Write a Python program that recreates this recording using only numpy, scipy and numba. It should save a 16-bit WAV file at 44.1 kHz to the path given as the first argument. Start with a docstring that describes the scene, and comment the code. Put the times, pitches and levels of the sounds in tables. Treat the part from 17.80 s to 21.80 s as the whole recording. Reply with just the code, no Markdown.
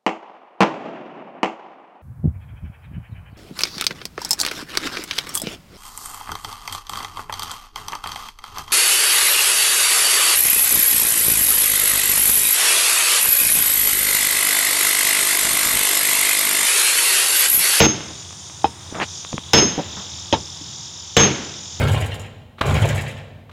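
"""Hammering a rock on a wooden deck

Close to one microphone, a steel hammer strikes a small rock: three hard blows, with a light aiming
tap before the second and third. The head rings, the boards boom and the rock hops and scuffs on the
wood. Insects buzz in the trees around the yard. The microphone's limiter flattens each hard blow."""
import sys
import numpy as np
from scipy import signal
from scipy.fft import rfft, irfft
from scipy.io import wavfile
from scipy.ndimage import uniform_filter1d
from numba import njit

SR = 44100
rng = np.random.default_rng(int(sys.argv[2]) if len(sys.argv) > 2 else 0)


def wav_out(sig):
    """Save sig, one row per channel (or a flat mono array), as 16-bit PCM at SR to the path in sys.argv[1]."""
    wavfile.write(sys.argv[1], SR, np.round(np.clip(np.atleast_2d(sig).T, -1, 1) * 32767).astype(np.int16))


N = 176400
T = np.arange(N) / SR
AGE = T[:SR]  # seconds since a contact

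# Hard blows, close up: start_s, crack_db, boards_db, ring_t60_ratio, boards_t60_ratio, beat_hz
HARD_BLOWS = [(.002, -4, -6.5, 1.0, 0.96, 5.6), (1.7335, -1, -7.5, 0.84, 0.97, 3),
              (3.3668, 1.5, -2.5, 0.77, 0.89, 7.3)]
# Ringing tones of a blow, steel head modes and one faint high overtone of the recorder: pitch_hz
RING_PITCHES = [5157, 5176, 5266, 6156, 6398, 7348, 9600, 13472, 14890, 15363]
# Their mix depends on where the face lands: base_t60_s, first_blow_db, second_blow_db, third_blow_db
RING_MIX = [(0.38, -20, -10, -24), (0.5, -37, -11.5, -25), (0.29, -39, -7, -32), (0.23, -22, -28, -46),
            (0.42, -9, -2, -2), (0.18, -24, -22, -11.5), (0.48, -49, -46, -47), (0.19, -33, -58, -58),
            (.15, -40, -41, -52), (0.21, -32, -39, -40)]
# Deck boards under the rock: pitch_hz, relative_db, base_t60_s
BOARD_MODES = [(42.6, -16, 0.27), (81, -6.5, 0.24), (138.5, -5.5, 0.32), (204.8, -8.5, 0.32),
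               (230.3, -11.5, 0.24), (316.3, -10, 0.43), (359.5, -14, 0.17), (458.3, -0.5, 0.22),
               (558, -10, 0.22), (649, -10.5, 0.12), (874, -13, 0.26), (1160, -17, 0.099)]
# Dense crack of stone and planks: frequency_hz, density_db
CRACK_SPECTRUM = [(60, -20), (300, -1), (800, -0.5), (1200, -4), (2200, -4), (3600, -2.5), (4300, -13),
                  (5500, -8), (7000, -17), (8200, -32), (11000, -41), (16000, -43)]
# Its decay: frequency_hz, t60_s
CRACK_DECAY = [(100, 0.9), (500, 0.23), (2000, 0.23), (5000, 0.23), (12000, 0.18)]
# Brief bright treble fizz at each hard blow: frequency_hz, density_db
FIZZ_SPECTRUM = [(7500, -3), (10000, -7), (15500, 3.5)]
# Echo coming back from the yard: frequency_hz, density_db
YARD_SPECTRUM = [(60, -7), (150, 4.5), (320, 1.5), (600, -3.5), (1200, -7), (3200, -6), (4500, -15),
                 (6500, -10.5), (8500, -41.5), (16000, -71)]
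def hammer_blows():
    """Steel meets stone at close range: the rock cracks out, the head rings and the boards boom."""
    out = np.zeros(N)
    main_mode, beat_depth = 4, 0.52
    for blow, (start, crack_db, boards_db, ring_ratio, boards_ratio, beat_hz) in enumerate(HARD_BLOWS):
        rattle = amp(1.6 * drift(rate_hz=130)[:SR])  # the rock rattles on the planks
        crack = burst(CRACK_SPECTRUM, CRACK_DECAY) * rattle
        snap = amp(-8.5) * noise(CRACK_SPECTRUM, SR) * fade(t60_s=0.013)
        fizz = amp(-29) * noise(FIZZ_SPECTRUM, SR) * fade(t60_s=0.11)
        echo_rise = 1 - np.exp(-AGE / 0.041)
        echo = amp(-16.5) * noise(YARD_SPECTRUM, SR) * fade(t60_s=0.9) * echo_rise
        tones = [ring(hz, levels_db[blow], t60_s * ring_ratio)
                 for hz, (t60_s, *levels_db) in zip(RING_PITCHES, RING_MIX)]
        # The head's strongest mode beats slowly as the hammer rebounds.
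        ringing = sum(tones) - tones[main_mode] * beat_depth * np.cos(2 * np.pi * beat_hz * AGE)
        boards = amp(boards_db) * struck_body(BOARD_MODES, boards_ratio)
        add(out, start, amp(crack_db) * (crack + snap + fizz + echo) + ringing + boards)
    return out


# Light taps, close up: start_s, rocking_db, rocking_hz, rocking_t60_s, clack_db, head_db, body_db
AIMING_TAPS = [(0.8433, 2, 825, .035, -22.5, -33.5, 0.5), (0.8547, -7, 800, 0.023, -34, -50, -16),
               (2.5262, -13.5, 557, 0.067, -11.5, -31.5, 0.5), (2.5386, -11.5, 875, 0.045, -22, -56, -9)]
# The rock and its board under a tap: pitch_hz, relative_db, t60_s
TAP_BODY_MODES = [(81, -29, 0.16), (180, -21, 0.059), (311, -11, 0.037), (466, -20.5, 0.1),
                  (923, -22, 0.15), (2530, -25, 0.056), (3110, -24, 0.056), (3770, -23, 0.028)]
# Clack of steel on stone: frequency_hz, density_db
CLACK_SPECTRUM = [(60, -3), (150, -3.5), (330, -2.5), (600, -5.5), (1000, 0.5), (1400, -11.5), (2500, -8.5),
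                  (3700, 1.5), (4400, -17), (6500, -7), (8500, -59), (16000, -65)]
# Its decay: frequency_hz, t60_s
CLACK_DECAY = [(100, 0.34), (900, 0.13), (3000, 0.1), (9000, 0.05)]
def aiming_taps():
    """The hammer is set down and bounces once: a clack, a faint ring, the tock of the rocking stone."""
    out = np.zeros(N)
    body = struck_body(TAP_BODY_MODES)
    for start, rocking_db, rocking_hz, rocking_t60_s, clack_db, head_db, body_db in AIMING_TAPS:
        clack = amp(clack_db) * burst(CLACK_SPECTRUM, CLACK_DECAY)
        rocking = ring(rocking_hz, rocking_db, rocking_t60_s)
        head = ring(RING_PITCHES[0], head_db, t60_s=0.18)
        add(out, start, amp(body_db) * body + clack - rocking + head)
    return out


# Landings and dull bumps on the deck: start_s, noise_db, brightness_hz, t60_s, thump_hz, thump_db
DECK_KNOCKS = [(0.067, -10.5, 2800, 0.014, 324, 4), (0.205, -28, 2480, 0.028, 300, -27),
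               (0.304, -31.5, 1170, 0.038, 302, -32), (1.125, -31, 776, 0.02, 283, -20.5),
               (1.5285, -19.5, 694, .025, 272, -22.5), (1.5397, -21.5, 410, 0.063, 143, -19.5),
               (1.583, -31, 450, 0.022, 238, -21.5), (1.827, -25, 660, 0.076, 406, -12.5),
               (1.979, -18, 800, .07, 291, -14), (1.991, -18, 766, 0.079, 570, -22),
               (2.167, -36, 1550, 0.39, 190, -37), (2.812, -47, 363, 0.068, 294, -33)]
def rock_knocks():
    """The rock lands and bumps on the planks: a short burst of noise over one low mode."""
    out = np.zeros(N)
    for start, noise_db, brightness_hz, t60_s, thump_hz, thump_db in DECK_KNOCKS:
        impact = rng.standard_normal(SR) * fade(t60_s)
        knock = amp(noise_db) * band(impact, low_hz=150, high_hz=brightness_hz)
        add(out, start, knock + ring(thump_hz, thump_db, t60_s))
    return out


# Grit on the deck, near the microphone: start_s, level_db
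GRIT_CLICKS = [(.507, -28), (.528, -27), (.698, -26.5), (1.1525, -17), (1.2008, -8.5), (1.4485, -18),
               (1.530, -18.5), (1.580, -9.5)]
# What each click rings with: pitch_hz, relative_db, t60_s
GRIT_MODES = [(574, -4, 0.0037), (1125, -4.5, 0.0082), (1760, -11.5, 0.0038), (2440, -0.5, 0.0032),
              (3300, -16, 0.011)]
def grit_clicks():
    """Grit clicks sharply, its modes dying within milliseconds."""
    out = np.zeros(N)
    click = struck_body(GRIT_MODES)
    for start, level_db in GRIT_CLICKS:
        add(out, start, amp(level_db) * click)
    return out


# One short slide over the gritty boards: time_s, level_db, brightness_hz
SCUFF_PATH = [(1.11, -52, 900), (1.155, -30.5, 1490), (1.19, -30.5, 1370), (1.206, -24.5, 1750),
              (1.22, -17, 2340), (1.24, -25.5, 3600), (1.259, -49, 5000)]
def rock_scuff():
    """Grainy friction of rock on wood that brightens as the slide speeds up."""
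    times, level_db, brightness_hz = np.array(SCUFF_PATH).T
    grains = rng.standard_normal(N) * amp(2.5 * drift(rate_hz=700))
    grains /= grains.std()
    crossfades = [np.interp(T, times, row) for row in np.eye(len(times))]
    slide = sum(band(grains, low_hz=107, high_hz=hz) * share
                for hz, share in zip(brightness_hz, crossfades))
    sliding = (T > times[0]) & (T < times[-1])
    return slide * amp(np.interp(T, times, level_db)) * sliding


# Near insects in the trees, a low and a strongly pulsed chorus: frequency_hz, density_db
LOW_CHORUS = [(2400, -16), (3000, -7.5), (3400, 3), (3750, 3), (4100, -10), (4600, -62)]
PULSED_CHORUS = [(4000, -43), (4600, -6.5), (5000, -1.5), (5200, 9.5), (5450, 0), (6400, -31), (7200, 2.5),
                 (7800, -41)]
# Farther off, a high and a thin chorus: frequency_hz, density_db
HIGH_CHORUS = [(4000, -32), (4300, -8.5), (4700, -4.5), (5300, -2.5), (5650, 2), (5850, -8), (5970, 8.5),
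               (6150, -6), (6600, 5), (6900, -15), (6990, 11), (7100, -12.5), (7400, -3), (7600, -19),
               (8300, -30), (10000, -61)]
THIN_CHORUS = [(7300, 4), (8000, -1.5), (9100, 4), (9700, -4.5), (11000, -13)]
# The four as heard from the deck: time_s, low_db, pulsed_db, high_db, thin_db
CHORUS_LEVELS = [(0, -42.5, -37, -41.5, -54.5), (.55, -44.5, -50.5, -39.5, -50.5),
                 (.95, -47, -52.5, -44, -51), (1.35, -41.5, -46, -37, -52), (1.65, -41, -61, -41, -53),
                 (2.1, -38.5, -42.5, -37, -60), (2.6, -41, -40.5, -37, -54),
                 (3.2, -41.5, -43.5, -38, -59.5), (4, -41.5, -42.5, -37.5, -58)]
def insects():
    """Near insects buzz in fast clicks grouped into pulses, over smoother far choruses."""
    times, *levels_db = np.array(CHORUS_LEVELS).T
    low_gain, pulsed_gain, high_gain, thin_gain = (amp(np.interp(T, times, db)) for db in levels_db)
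    click_hz, pulse_hz = 412.6, 42.6
    clicks = throb(click_hz, depth=0.5, wander=0.0007)
    low = low_gain * noise(LOW_CHORUS, N) * throb(pulse_hz, depth=0.35, wander=0.013)
    pulsed = pulsed_gain * noise(PULSED_CHORUS, N) * throb(pulse_hz, depth=1.3, wander=0.012)
    high = high_gain * noise(HIGH_CHORUS, N) * amp(1.5 * drift(rate_hz=14))
    thin = thin_gain * noise(THIN_CHORUS, N)
    return (low + pulsed) * clicks + high + thin


# Open air and distant hum around the yard: frequency_hz, density_db
AIR_SPECTRUM = [(25, -33), (55, -18), (85, 6.5), (115, 0.5), (170, -2), (250, -14), (320, -9), (450, -16.5),
                (620, -17), (900, -11), (1600, -19.5), (3000, -22), (7000, -44), (10500, -51.5),
                (13000, -42), (16000, -42)]
def outdoor_air():
    """Quiet outdoor background that swells slightly."""
    return noise(AIR_SPECTRUM, N) * amp(-42 + 1.5 * drift(rate_hz=2.3))


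def amp(db):
    """Decibels to gain."""
    return 10 ** (np.asarray(db) / 20)


def fade(t60_s, contact_s=0.00038):
    """One second of exponential decay after a brief rise as the contact builds."""
    rise = 1 - np.exp(-(AGE / contact_s) ** 2)
    return rise * np.exp(-np.log(1000) * AGE / t60_s)


def add(out, start_s, sound):
    """Mix a sound in at a time."""
    i = int(start_s * SR)
    out[i:i + len(sound)] += sound[:N - i]


def lookup(points, hz):
    """Read (frequency_hz, value) points on a log-frequency axis."""
    points_hz, values = np.array(points, float).T
    return np.interp(np.log(hz + 1e-3), np.log(points_hz), values)


def noise(spectrum, size):
    """Unit-level noise with a spectrum that falls away beyond its end points."""
    hz = np.fft.rfftfreq(size, 1 / SR) + 1e-3
    skirts = np.minimum(1, np.minimum(hz / spectrum[0][0], spectrum[-1][0] / hz)) ** 6
    white = rfft(rng.standard_normal(size))
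    shaped = irfft(white * amp(lookup(spectrum, hz)) * skirts, size)
    return shaped / shaped.std()


def band(x, low_hz, high_hz):
    """Band-pass that keeps white noise at about the same level."""
    bandpass = signal.butter(3, [low_hz, high_hz], "band", fs=SR, output="sos")
    return signal.sosfilt(bandpass, x) * np.sqrt(SR / 2 / (high_hz - low_hz))


def burst(spectrum, decay):
    """Many close modes struck at once; each octave dies at its own rate."""
    bins = rfft(noise(spectrum, SR))
    octave = np.log2(np.clip(np.arange(len(bins)), 64, 16384))
    out = np.zeros(SR)
    for k in range(6, 15):
        share = np.maximum(0, 1 - abs(octave - k))
        out += irfft(bins * share, SR) * fade(lookup(decay, 2. ** k))
    return out


def ring(hz, db, t60_s):
    """One decaying tone."""
    return amp(db) * np.sqrt(2) * np.sin(2 * np.pi * hz * AGE) * fade(t60_s)


def struck_body(modes, t60_ratio=1):
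    """Modes struck together, alternating in sign."""
    return sum((-1) ** j * ring(hz, db, t60_s * t60_ratio) for j, (hz, db, t60_s) in enumerate(modes))


def drift(rate_hz):
    """Smooth random drift with a spread of 1."""
    hold = int(SR / rate_hz)
    steps = np.repeat(rng.standard_normal(N // hold + 2), hold)
    smooth = uniform_filter1d(uniform_filter1d(steps, hold), hold)[:N]
    return smooth / smooth.std()


def throb(hz, depth, wander):
    """Level swing at a slightly drifting rate."""
    phase = 2 * np.pi * np.cumsum(hz * (1 + wander * drift(rate_hz=3.36))) / SR
    swing = np.exp(depth * np.cos(phase))
    return swing / np.sqrt(np.mean(swing ** 2))


def scene():
    """The close work on the deck and the yard behind it, in mono."""
    deck = hammer_blows() + aiming_taps() + rock_knocks() + grit_clicks() + rock_scuff()
    return (deck + insects() + outdoor_air())[None]


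@njit
def follow(x, attack_s, release_s):
    """Level follower, quick to rise and slow to fall."""
    out, level = np.empty(len(x)), 0.
    for i in range(len(x)):
        level += (x[i] - level) / (SR * (attack_s if x[i] > level else release_s))
        out[i] = level
    return out


def record(dry):
    """The microphone's limiter holds the blows down; remaining peaks are rounded and the top is cut."""
    threshold, ceiling, lookahead_s, top_hz = 0.81, 0.94, 0.00074, 15800
    level = follow(abs(dry[0]), attack_s=0.00024, release_s=0.032)
    level_ahead = np.interp(T + lookahead_s, T, level)
    held = dry * uniform_filter1d(threshold / np.maximum(level_ahead, threshold), size=32)
    rounded = held / (1 + (held / ceiling) ** 8) ** (1 / 8)
    lowpass = signal.ellip(8, .2, 70, top_hz, fs=SR, output="sos")
    return signal.sosfilt(lowpass, rounded)


dry = scene()
out = record(dry)
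wav_out(out)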